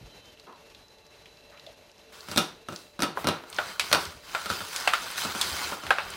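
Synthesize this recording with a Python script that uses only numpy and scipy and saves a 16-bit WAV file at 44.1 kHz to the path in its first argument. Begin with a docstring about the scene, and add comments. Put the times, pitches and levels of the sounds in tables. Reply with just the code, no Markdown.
"""Washing machine and passing pet

A front-loading machine turns its wet load in a small room: filtered noise swishes and gulps, and sines hum and
whistle. Brief noise bursts tick here and there. Hard things clunk and rattle in uneven clusters: noise bursts
excite a body and a loose panel, and the room answers. A furry pet pushes past close to the microphone:
irregular noise makes the rub of fur, short bursts make sharp taps, and slow sine swings with low noise make
soft thuds."""
import sys
import numpy as np
from scipy import signal
from scipy.fft import rfft, irfft, next_fast_len
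from scipy.io import wavfile
from scipy.ndimage import uniform_filter1d, map_coordinates

SR = 44100
rng = np.random.default_rng(int(sys.argv[2]) if len(sys.argv) > 2 else 0)


def master_out(mix):
    """Clip the mix to full scale and print it as 16-bit PCM to the path in sys.argv[1]."""
    frames = np.transpose(np.atleast_2d(mix))
    ceiling = np.clip(frames, -1, 1)
    pcm = np.round(ceiling * 32767).astype(np.int16)
    wavfile.write(sys.argv[1], SR, pcm)


N = 271656
TIME = np.arange(N) / SR  # seconds through the scene
HIT = np.arange(SR // 2) / SR  # seconds after one event


def amp(db):
    """Logarithmic level: decibels to amplitude gain."""
    return 10 ** (np.asarray(db) / 20)


def unit(x):
    """Power normalisation: scale to rms 1."""
    return x / np.sqrt(np.mean(np.abs(x) ** 2) + 1e-20)


def along(points, hz):
    """Logarithmic pitch scale: interpolate (Hz, value) points over log frequency."""
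    f, v = np.transpose(points)
    return np.interp(np.log(hz + 1), np.log(f + 1), v)


def wobble(rate, size=N):
    """Slow random modulation: a smooth curve through rate random knots a second."""
    knots = rng.standard_normal(int(size * rate / SR) + 4)
    return map_coordinates(knots, [TIME[:size] * rate])


def filtered(x, response):
    """Linear filtering: multiply the spectrum by a response of frequency."""
    m = next_fast_len(len(x) + SR // 4)
    spectrum = rfft(x, m) * response(np.fft.rfftfreq(m, 1 / SR))
    return irfft(spectrum, m)[:len(x)]


def resonance(f, hz, width):
    """Damped oscillator: the causal response of one mode, width in Hz."""
    return 1j * f * width / (hz * hz - f * f + 1j * f * width)


def causal(db):
    """Minimum phase: the response with this gain that sounds nothing before a blow."""
    cepstrum = irfft(np.log(amp(db)))
    half = len(cepstrum) // 2
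    folded = np.r_[cepstrum[0], 2 * cepstrum[1:half], np.zeros(half)]
    return np.exp(rfft(folded))


def noise(response):
    """Spectral shaping: coloured noise of rms 1."""
    return unit(filtered(rng.standard_normal(N), response))


def sine(hz, waver):
    """Phase modulation: a tone of rms 1 whose phase wavers, in radians."""
    return np.sqrt(2) * np.sin(2 * np.pi * hz * TIME + waver)


def dying(t60):
    """Exponential decay: amplitude falls by 60 dB in t60 seconds."""
    return np.exp(-np.log(1000) * HIT / t60)


def add(track, s, sound):
    """Superposition: mix a sound in at time s."""
    part = track[max(round(s * SR), 0):][:len(sound)]
    part += sound[:len(part)]


def burst(t60):
    """Impulsive excitation: dying noise of energy 1."""
    x = rng.standard_normal(len(HIT)) * dying(t60)
    return x / np.linalg.norm(x)


# Decay of the room. Each row: frequency in Hz, time to fall by 60 dB in seconds.
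ROOM_DECAY = [(100, 0.15), (300, 0.47), (1500, 0.39), (5000, 0.3), (15000, 0.23)]


def room_tail():
    """Reverberation: noise of energy 1 builds up, then each frequency dies at its own speed."""
    hz, t, z = signal.stft(rng.standard_normal(len(HIT)), SR, nperseg=256)
    t60 = along(ROOM_DECAY, hz)[:, None]
    x = signal.istft(z * np.exp(-np.log(1000) * t / t60), SR, nperseg=256)[1][:len(HIT)]
    x = x * (1 - np.exp(-HIT / 0.0019))
    return x / np.linalg.norm(x)


def strike(force, colour_db):
    """Source and filter: a force through a body, with the energy of rms 1 held for 5 ms."""
    size = 2 ** 15
    body = causal(colour_db(np.fft.rfftfreq(size, 1 / SR)))
    x = irfft(rfft(force, size) * body)[:len(HIT)]
    return x / np.linalg.norm(x) * np.sqrt(SR * .005)


# The turning drum. Each row: time in seconds, level in dB before the 2 dB cut in swish.
DRUM_LEVEL = [(0.0, -52.5), (0.63, -57), (0.83, -55.5), (1.58, -53), (1.91, -55.5), (2.1, -55.5)]
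# Colour of the turning wash. Each row: frequency in Hz, relative noise density in dB.
WASH_COLOUR = [(20, -17), (40, -3), (130, -7.5), (230, -8.5), (450, -6.5), (850, -10), (1200, -15),
               (1800, -14), (4300, -16), (5200, -18.5), (6600, -20), (7600, -27.5), (13500, -28.5),
               (16000, -59)]


def swish():
    """Amplitude-modulated noise: the wet load swishes round with an uneven level."""
    seconds, level_db = np.transpose(DRUM_LEVEL)
    drum_db = np.interp(TIME, seconds, level_db)
    uneven_db = 1.43 * wobble(9) + 1.9 * wobble(45)
    return amp(drum_db - 2.0 + uneven_db) * noise(lambda f: amp(along(WASH_COLOUR, f)))


# Tub resonances stirred by the load. Each row: frequency in Hz, width of one filter pass in Hz, mean level in dB.
TUB_MODES = [(446, 19, -67.5), (589.5, 70, -65), (2678, 140, -68.5), (4004, 114, -65.5)]


def tub():
    """Resonance under random drive: the load stirs modes of the tub, each filtered twice."""
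    return sum(amp(db + 2.4 * wobble(7.13)) * noise(lambda f: resonance(f, hz, width) ** 2)
               for hz, width, db in TUB_MODES)


# Motor hum. Each row: frequency in Hz, mean level in dB.
HUM_LINES = [(59, -77), (100, -84), (877, -75), (980, -99), (1152, -84)]


def motor():
    """Line spectrum: steady tones hum with slowly wavering level and phase."""
    return sum(amp(db + 3.0 * wobble(2.9)) * sine(hz, 0.63 * wobble(5.8)) for hz, db in HUM_LINES)


WHISTLE_PEAK_S, WHISTLE_DB = 0.293, -58.5  # time of the peak; level there, before each tone's offset
WHISTLE_SWELL_DB_PER_S, WHISTLE_FADE_DB_PER_S = 46, 220


def whistle():
    """Exponential envelope: two thin tones swell, then fade faster."""
    age = TIME - WHISTLE_PEAK_S
    level_db = WHISTLE_DB + np.minimum(WHISTLE_SWELL_DB_PER_S * age, -WHISTLE_FADE_DB_PER_S * age)
    return sum(amp(level_db + db + 4.5 * wobble(27.5)) * sine(hz, 0.7 * wobble(50))
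               for hz, db in [(3090, -1.5), (3570, -11)])


# Soft bumps without a knock. Each row: start in seconds, level in dB before the 2 dB lift in thuds, pitch in Hz.
SOFT_BUMPS = [(.005, -48, 123), (.035, -44, 50), (4.06, -44.5, 81), (4.14, -48, 69.5), (4.97, -53, 43),
              (5.509, -41.5, 77), (5.866, -44.5, 79.5), (6.05, -51, 45)]
THUD_HZ = 92.3  # the low push behind clunks and knocks


def thuds():
    """Low-frequency transient: soft pushes, alone or behind a knock, swing with a dull rustle of low noise."""
    out = np.zeros(N)
    u = HIT / 0.02
    swell = u ** 2 * np.exp(2 * (1 - u))  # peaks at 1 after 20 ms
    behind = [(s, thud_db, THUD_HZ) for s, *_, thud_db in list(HEAVY_CLUNKS) + list(LIGHT_KNOCKS)]
    for s, db, hz in list(SOFT_BUMPS) + behind:
        swing = np.sin(2 * np.pi * (hz * HIT + rng.random()))
        rustle = rng.standard_normal(len(HIT))
        dull = unit(filtered(rustle, lambda f: resonance(f, 1.36 * hz, 2.1 * hz) ** 2))
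        add(out, s, amp(db + 2) * swell * (swing + 0.44 * dull))
    return out


# Clear small ticks. Each row: start in seconds, level in dB, pitch in Hz.
CLEAR_TICKS = [(.3976, -47.5, 4280), (.7478, -46, 3450), (1.2576, -47, 2950), (1.5739, -48.5, 2830),
               (1.5964, -46.5, 3900), (1.6647, -42.5, 3380), (2.2065, -42.5, 4570), (2.7612, -36, 4700),
               (3.501, -43.5, 8600), (3.528, -38.5, 3760), (3.5455, -44, 6640), (3.5644, -39, 4850),
               (4.0535, -35, 4630), (5.114, -40, 9900), (6.1041, -40, 7700)]


def ticks():
    """Damping by pitch: a few clear ticks among many faint; the higher the tick, the shorter its burst."""
    out = np.zeros(N)
    faint = [(u * N / SR, -59 + 5 * v, 2500 + 3000 * w) for u, v, w in rng.random(size=(45, 3))]
    for s, db, hz in list(CLEAR_TICKS) + faint:
        force = burst(70 / hz) + amp(-8.5) * room_tail()
        colour_db = lambda f: 20 * np.log10(np.abs(resonance(f, hz, 0.5 * hz)) ** 2 + 1e-3)
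        add(out, s, amp(db) * strike(force, colour_db))
    return out


# Water gulping and sloshing in the tub. Each row: start in seconds, level in dB at the envelope's peak,
# pitch in Hz, width of one filter pass in Hz, rise in seconds, time to fall by 60 dB in seconds.
WATER_GULPS = [(0.465, -49.5, 303, 300, 0.013, 0.29), (.465, -46, 980, 530, .0084, .41),
               (1.102, -60, 2407, 3000, 0.023, 0.38), (1.516, -54.5, 1300, 1500, 0.011, 0.48),
               (1.662, -45, 605, 120, 0.0086, 0.17)]


def water():
    """Enveloped resonant noise: gulps in the tub swell, ring and die."""
    out = np.zeros(N)
    for s, db, hz, width, rise, t60 in WATER_GULPS:
        shape = (1 - np.exp(-(HIT / rise) ** 2)) * dying(t60)
        gulp = noise(lambda f: resonance(f, hz, width) ** 2)[:len(HIT)]
        add(out, s, amp(db) * shape / shape.max() * gulp)
    return out


# Strokes of fur over the housing. 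Each row: start in seconds, rise in seconds, length including the rise in
# seconds, rub level in dB, hiss gain relative to the rub in dB, leaning rumble relative to the rub in dB.
FUR_STROKES = [(2.117, 0.011, 0.23, -51, 2.5, -8.5), (2.257, 0.069, 0.063, -41.5, 2, -14),
               (2.674, 0.11, 0.048, -50.5, 11.5, -4), (3.144, .03, 0.19, -42.5, -21, -10),
               (3.447, .17, 0.26, -40.5, -0.5, -14), (3.789, 0.057, 0.25, -39, 2, -10.5),
               (4.196, 0.19, 0.27, -40, 2, -13.5), (4.479, 0.023, 0.082, -37.5, 3.5, -14.5),
               (4.568, 0.02, 0.25, -44.5, 7.5, -19), (4.698, 0.04, 0.47, -37, 1, -20.5),
               (5.163, 0.015, 0.017, -36.5, 11, -25), (5.193, 0.022, .07, -33, -2.5, -14),
               (5.262, 0.15, .42, -33.5, 2.5, -14.5), (5.75, 0.13, 0.61, -39.5, -5.5, -11.5)]
STROKE_FADE_DB_PER_S = 109  # once the push ends


def stroke_gains():
    """Power addition: each stroke rises, holds and fades; overlapping strokes of rub, hiss and rumble add."""
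    power = np.zeros((3, N))
    for s, rise_s, length_s, db, hiss_db, lean_db in FUR_STROKES:
        age = np.maximum(TIME - s, 0)
        fall_db = STROKE_FADE_DB_PER_S * np.maximum(age - length_s, 0)
        push = np.minimum(age / rise_s, 1) * amp(db - fall_db)
        power += np.outer(amp([0, hiss_db, lean_db]) ** 2, push ** 2)
    return np.sqrt(power)


def patchy(x, depth_db):
    """Time-frequency modulation: random gains over patches of both, as the contact spot shifts."""
    z = signal.stft(x, nperseg=512)[2]
    field = uniform_filter1d(rng.standard_normal(z.shape), size=7, axis=0)
    field = uniform_filter1d(field, size=6, axis=1)
    return signal.istft(z * amp(depth_db * unit(field)), nperseg=512)[1][:N]


# Colour of the rubbing fur. Each row: frequency in Hz, relative gain in dB.
FUR_COLOUR = [(60, -20), (250, -10.5), (600, -8), (850, -3), (1250, 2), (1700, 0.5), (2200, -2.5),
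              (3800, -3.5), (5200, -6.5), (7300, -12), (9000, -12.5), (10800, -18), (16000, -18.5)]
# Colour of leaning on the housing. Each row: frequency in Hz, relative noise density in dB.
RUMBLE_COLOUR = [(25, -34), (80, 6), (115, -12), (180, 0), (260, -12.5), (400, 1), (600, -12.5),
                 (1500, -21)]


def fur():
    """Stick-slip friction: countless hairs slip over the housing and a few snag; leaning adds a rumble."""
    rub_gain, hiss_gain, lean_gain = stroke_gains()
    slip_size = amp(3.4 * rng.standard_normal(N) + 0.92 * wobble(400))
    slips = unit(rng.standard_normal(N) * slip_size)
    snags = unit((rng.random(N) < 160 / SR) * rng.uniform(-1, 1, N))  # about 160 a second
    shell = (HIT == 0) + .3 * burst(.03)  # faint reflections inside the housing
    drive = signal.fftconvolve(slips + amp(-9.0) * snags, shell)[:N]
    rub = unit(filtered(patchy(drive, depth_db=2.0), lambda f: amp(along(FUR_COLOUR, f))))
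    hiss = filtered(rub, lambda f: f ** 4 / (f ** 4 + 4500 ** 4))
    uneven_hiss = hiss_gain * amp(0.3 * wobble(40)) * hiss
    brush = amp(0.23 * wobble(30)) * (rub_gain * (rub - hiss) + uneven_hiss)
    rumble = lean_gain * amp(3.5 * wobble(25)) * noise(lambda f: amp(along(RUMBLE_COLOUR, f)))
    return brush + rumble


# Light single knocks. Each row: start in seconds, level in dB before the 0.5 dB lift in clunks, bass and treble
# in dB before the 0.9 scaling there, thud level in dB before the 2 dB lift in thuds.
LIGHT_KNOCKS = [(2.286, -37.5, 19, 8, -49), (2.3148, -34, 17, 13, -56), (2.686, -31.5, 13, -7, -52),
                (2.7241, -37, 18, -.5, -60), (3.0037, -30.5, 8, 4, -65), (3.438, -42, 6, -14, -64.5),
                (4.4584, -30, -3, 1, -62), (4.5011, -22.5, -1, -2.5, -41), (4.606, -31.5, -4, -9, -50),
                (5.249, -30, 11, -3, -47), (5.35, -30.5, 9, -1, -54), (5.722, -28, 1, -15, -62),
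                (5.8359, -36, 11, -4, -57.5)]
# Heavy clunks, each a touch, a blow and a rebound. Each row: blow in seconds, level in dB, bass in dB, treble
# in dB, main ring in Hz, touch before the blow in seconds, touch in dB relative to the blow, rebound after it
# in seconds, rebound in dB relative to the blow, thud in dB; lifts and scaling as for the light knocks.
HEAVY_CLUNKS = [(2.3741, -18.5, 6.5, 12.5, 3620, 0.013, -7, 0.0044, 1, -49),
                (3.0215, -21, 6.5, 1, 4500, .0295, -9.5, 0.012, -1.5, -49),
                (3.271, -19, 6, -1.5, 3950, .0269, -7, .0159, -1.5, -37),
                (3.928, -13, -8.5, -2, 4500, .013, -12, .02, -6.5, -42)]
KNOCK_RING_HZ = 1350  # main ring of the light knocks
# Before the 0.9 scaling: the touch has more bass and less treble than the blow, the rebound less treble.
TOUCH_BASS_DB, TOUCH_TREBLE_DB, REBOUND_TREBLE_DB = 9, -10.5, -6.5


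def contacts():
    """Repeated impact: one (s, dB, bass dB, treble dB, main ring Hz) for a knock, three for a clunk."""
    rows = [(s, db, bass_db, treble_db, KNOCK_RING_HZ) for s, db, bass_db, treble_db, _ in LIGHT_KNOCKS]
    for s, db, bass_db, treble_db, hz, before_s, touch_db, after_s, rebound_db, _ in HEAVY_CLUNKS:
        rows += [(s - before_s, db + touch_db, bass_db + TOUCH_BASS_DB, treble_db + TOUCH_TREBLE_DB, hz),
                 (s, db, bass_db, treble_db, hz),
                 (s + after_s, db + rebound_db, bass_db, treble_db + REBOUND_TREBLE_DB, hz)]
    return rows


# The ringing panel. Each row: frequency in Hz, relative level in dB, time to fall by 60 dB in seconds.
PANEL_MODES = [(162.8, -1, 0.34), (202, 8, 0.12), (293.3, 0, 0.29), (347, 3, 0.3), (477, 0.5, 0.26),
               (595, 10.5, 0.15), (766, 3.5, 0.28), (967, 2.5, 0.33), (1290, 10, 0.21), (1386, 9.5, 0.21),
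               (2477, 4.5, 0.18), (2800, 4, 0.24), (3630, -0.5, 0.29), (4330, -11, 0.18), (5825, -7, 0.27),
               (8600, -8, .13), (9200, -9, .13)]


def panel_ring(contact):
    """Modal synthesis: the loose panel's modes, blurred by rattling and struck at new strengths each time."""
    ring = 0
    for hz, level, t60 in PANEL_MODES:
        chance_db = rng.uniform(-3, 3)
        blur = .22 * wobble(3 * np.sqrt(hz), size=len(HIT))
        cycles = hz * HIT + rng.random() + blur
        strength = amp(level + chance_db + contact(hz) / 2)
        ring = ring + strength * dying(t60) * np.sin(2 * np.pi * cycles)
    return ring * (1 - np.exp(-HIT / 0.0027))


# Colour of the clunking body. Each row: frequency in Hz, relative gain in dB.
CLUNK_COLOUR = [(30, -20), (90, -5.5), (170, 0.5), (330, 0), (800, -0.5), (1450, 4), (1950, -4),
                (2600, -4.5), (3700, -1.5), (4700, -4.5), (5600, -3.5), (7200, -14.5), (8800, -10),
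                (16000, -21.5)]
SPOT_DB, SPOT_WIDTH_HZ = 7.5, 170  # how far a main ring stands out; half its width


def clunks():
    """Impact excitation: each contact cracks, chatters and rings a loose panel; the room answers with more bass."""
    out = np.zeros(N)
    for s, db, bass_db, treble_db, hz in contacts():
        contact = lambda f: 0.9 * along([(200, bass_db), (1100, 0), (6000, treble_db)], f)
        spot = lambda f: SPOT_DB / (1 + ((f - hz) / SPOT_WIDTH_HZ) ** 2)
        body = lambda f: along(CLUNK_COLOUR, f) + contact(f) + spot(f)
        tilt = lambda f: along([(150, -2.5), (700, -1.0), (4000, 1), (9000, 0.5)], f)
        chatter = burst(.06) * np.exp(.6 * wobble(600, size=len(HIT)))
        crack = burst(.011)
        force = crack + amp(-1) * chatter / np.linalg.norm(chatter)
        direct = strike(force, lambda f: body(f) + tilt(f))
        answer = amp(-4) * strike(room_tail(), body)
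        add(out, s, amp(db + 0.5) * (direct + answer + amp(-21.5) * panel_ring(contact)))
    return out


# Taps on the housing. Each row: start in seconds, level in dB before the 2.05 dB lift in taps, bass and treble
# in dB before the 0.91 scaling there, main ring in Hz.
HOUSING_TAPS = [(3.173, -24.5, 17, -16, 1000), (3.5857, -19.5, 11, -6, 1440), (3.796, -19, 4, 16.5, 2340),
                (4.3488, -21.5, 11.5, -2.5, 1350), (4.7620, -28, -2, 34, 6540),
                (4.8752, -15, 6.5, 0.5, 2710), (4.9351, -16.5, -1, 1, 1320), (5.179, -28.5, -20, -14, 1800),
                (5.4133, -20, 15, 36, 3370), (5.8662, -32.5, 19, 9, 1960), (5.906, -12, 11, -4.5, 1590),
                (5.984, -22.5, 5, -12, 2640)]
# Colour of the housing. Each row: frequency in Hz, relative gain in dB.
HOUSING_COLOUR = [(60, -30), (250, -28), (450, -17), (680, -4), (960, -4.5), (1380, 2.5), (1900, -3),
                  (2700, -3), (4300, -9.5), (6000, -20), (10000, -24), (16000, -36)]


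def taps():
    """Local resonance: a short, rough push rings each spot at its own pitch; scatter and a little room follow."""
    out = np.zeros(N)
    for s, db, bass_db, treble_db, hz in HOUSING_TAPS:
        push = burst(0.022)
        scatter = amp(-1.0) * burst(0.12)
        force = push + scatter + amp(-8.5) * room_tail()
        contact = lambda f: 0.91 * along([(550, bass_db), (1400, 0), (5000, treble_db)], f)
        spot = lambda f: 7 / (1 + ((f - hz) / 130) ** 2)
        add(out, s, amp(db + 2.05) * strike(force, lambda f: along(HOUSING_COLOUR, f) + contact(f) + spot(f)))
    return out


def scene():
    """Superposition of sources: everything reaches one microphone, copied to two channels."""
    machine = swish() + tub() + motor() + whistle()
    pet = taps() + fur()
    return np.tile(machine + thuds() + ticks() + water() + clunks() + pet, (2, 1))


def record(dry):
    """Band limitation: the microphone thins out the deep bass and cuts steeply above its band limit."""
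    band = lambda f: 1 / (1 + (f / 15950) ** 120)  # limit in Hz
    low_cut = lambda f: (1j * f / (22 + 1j * f)) ** 2  # corner in Hz
    return np.array([filtered(x, lambda f: band(f) * low_cut(f)) for x in dry])


dry = scene()
out = record(dry)
master_out(out)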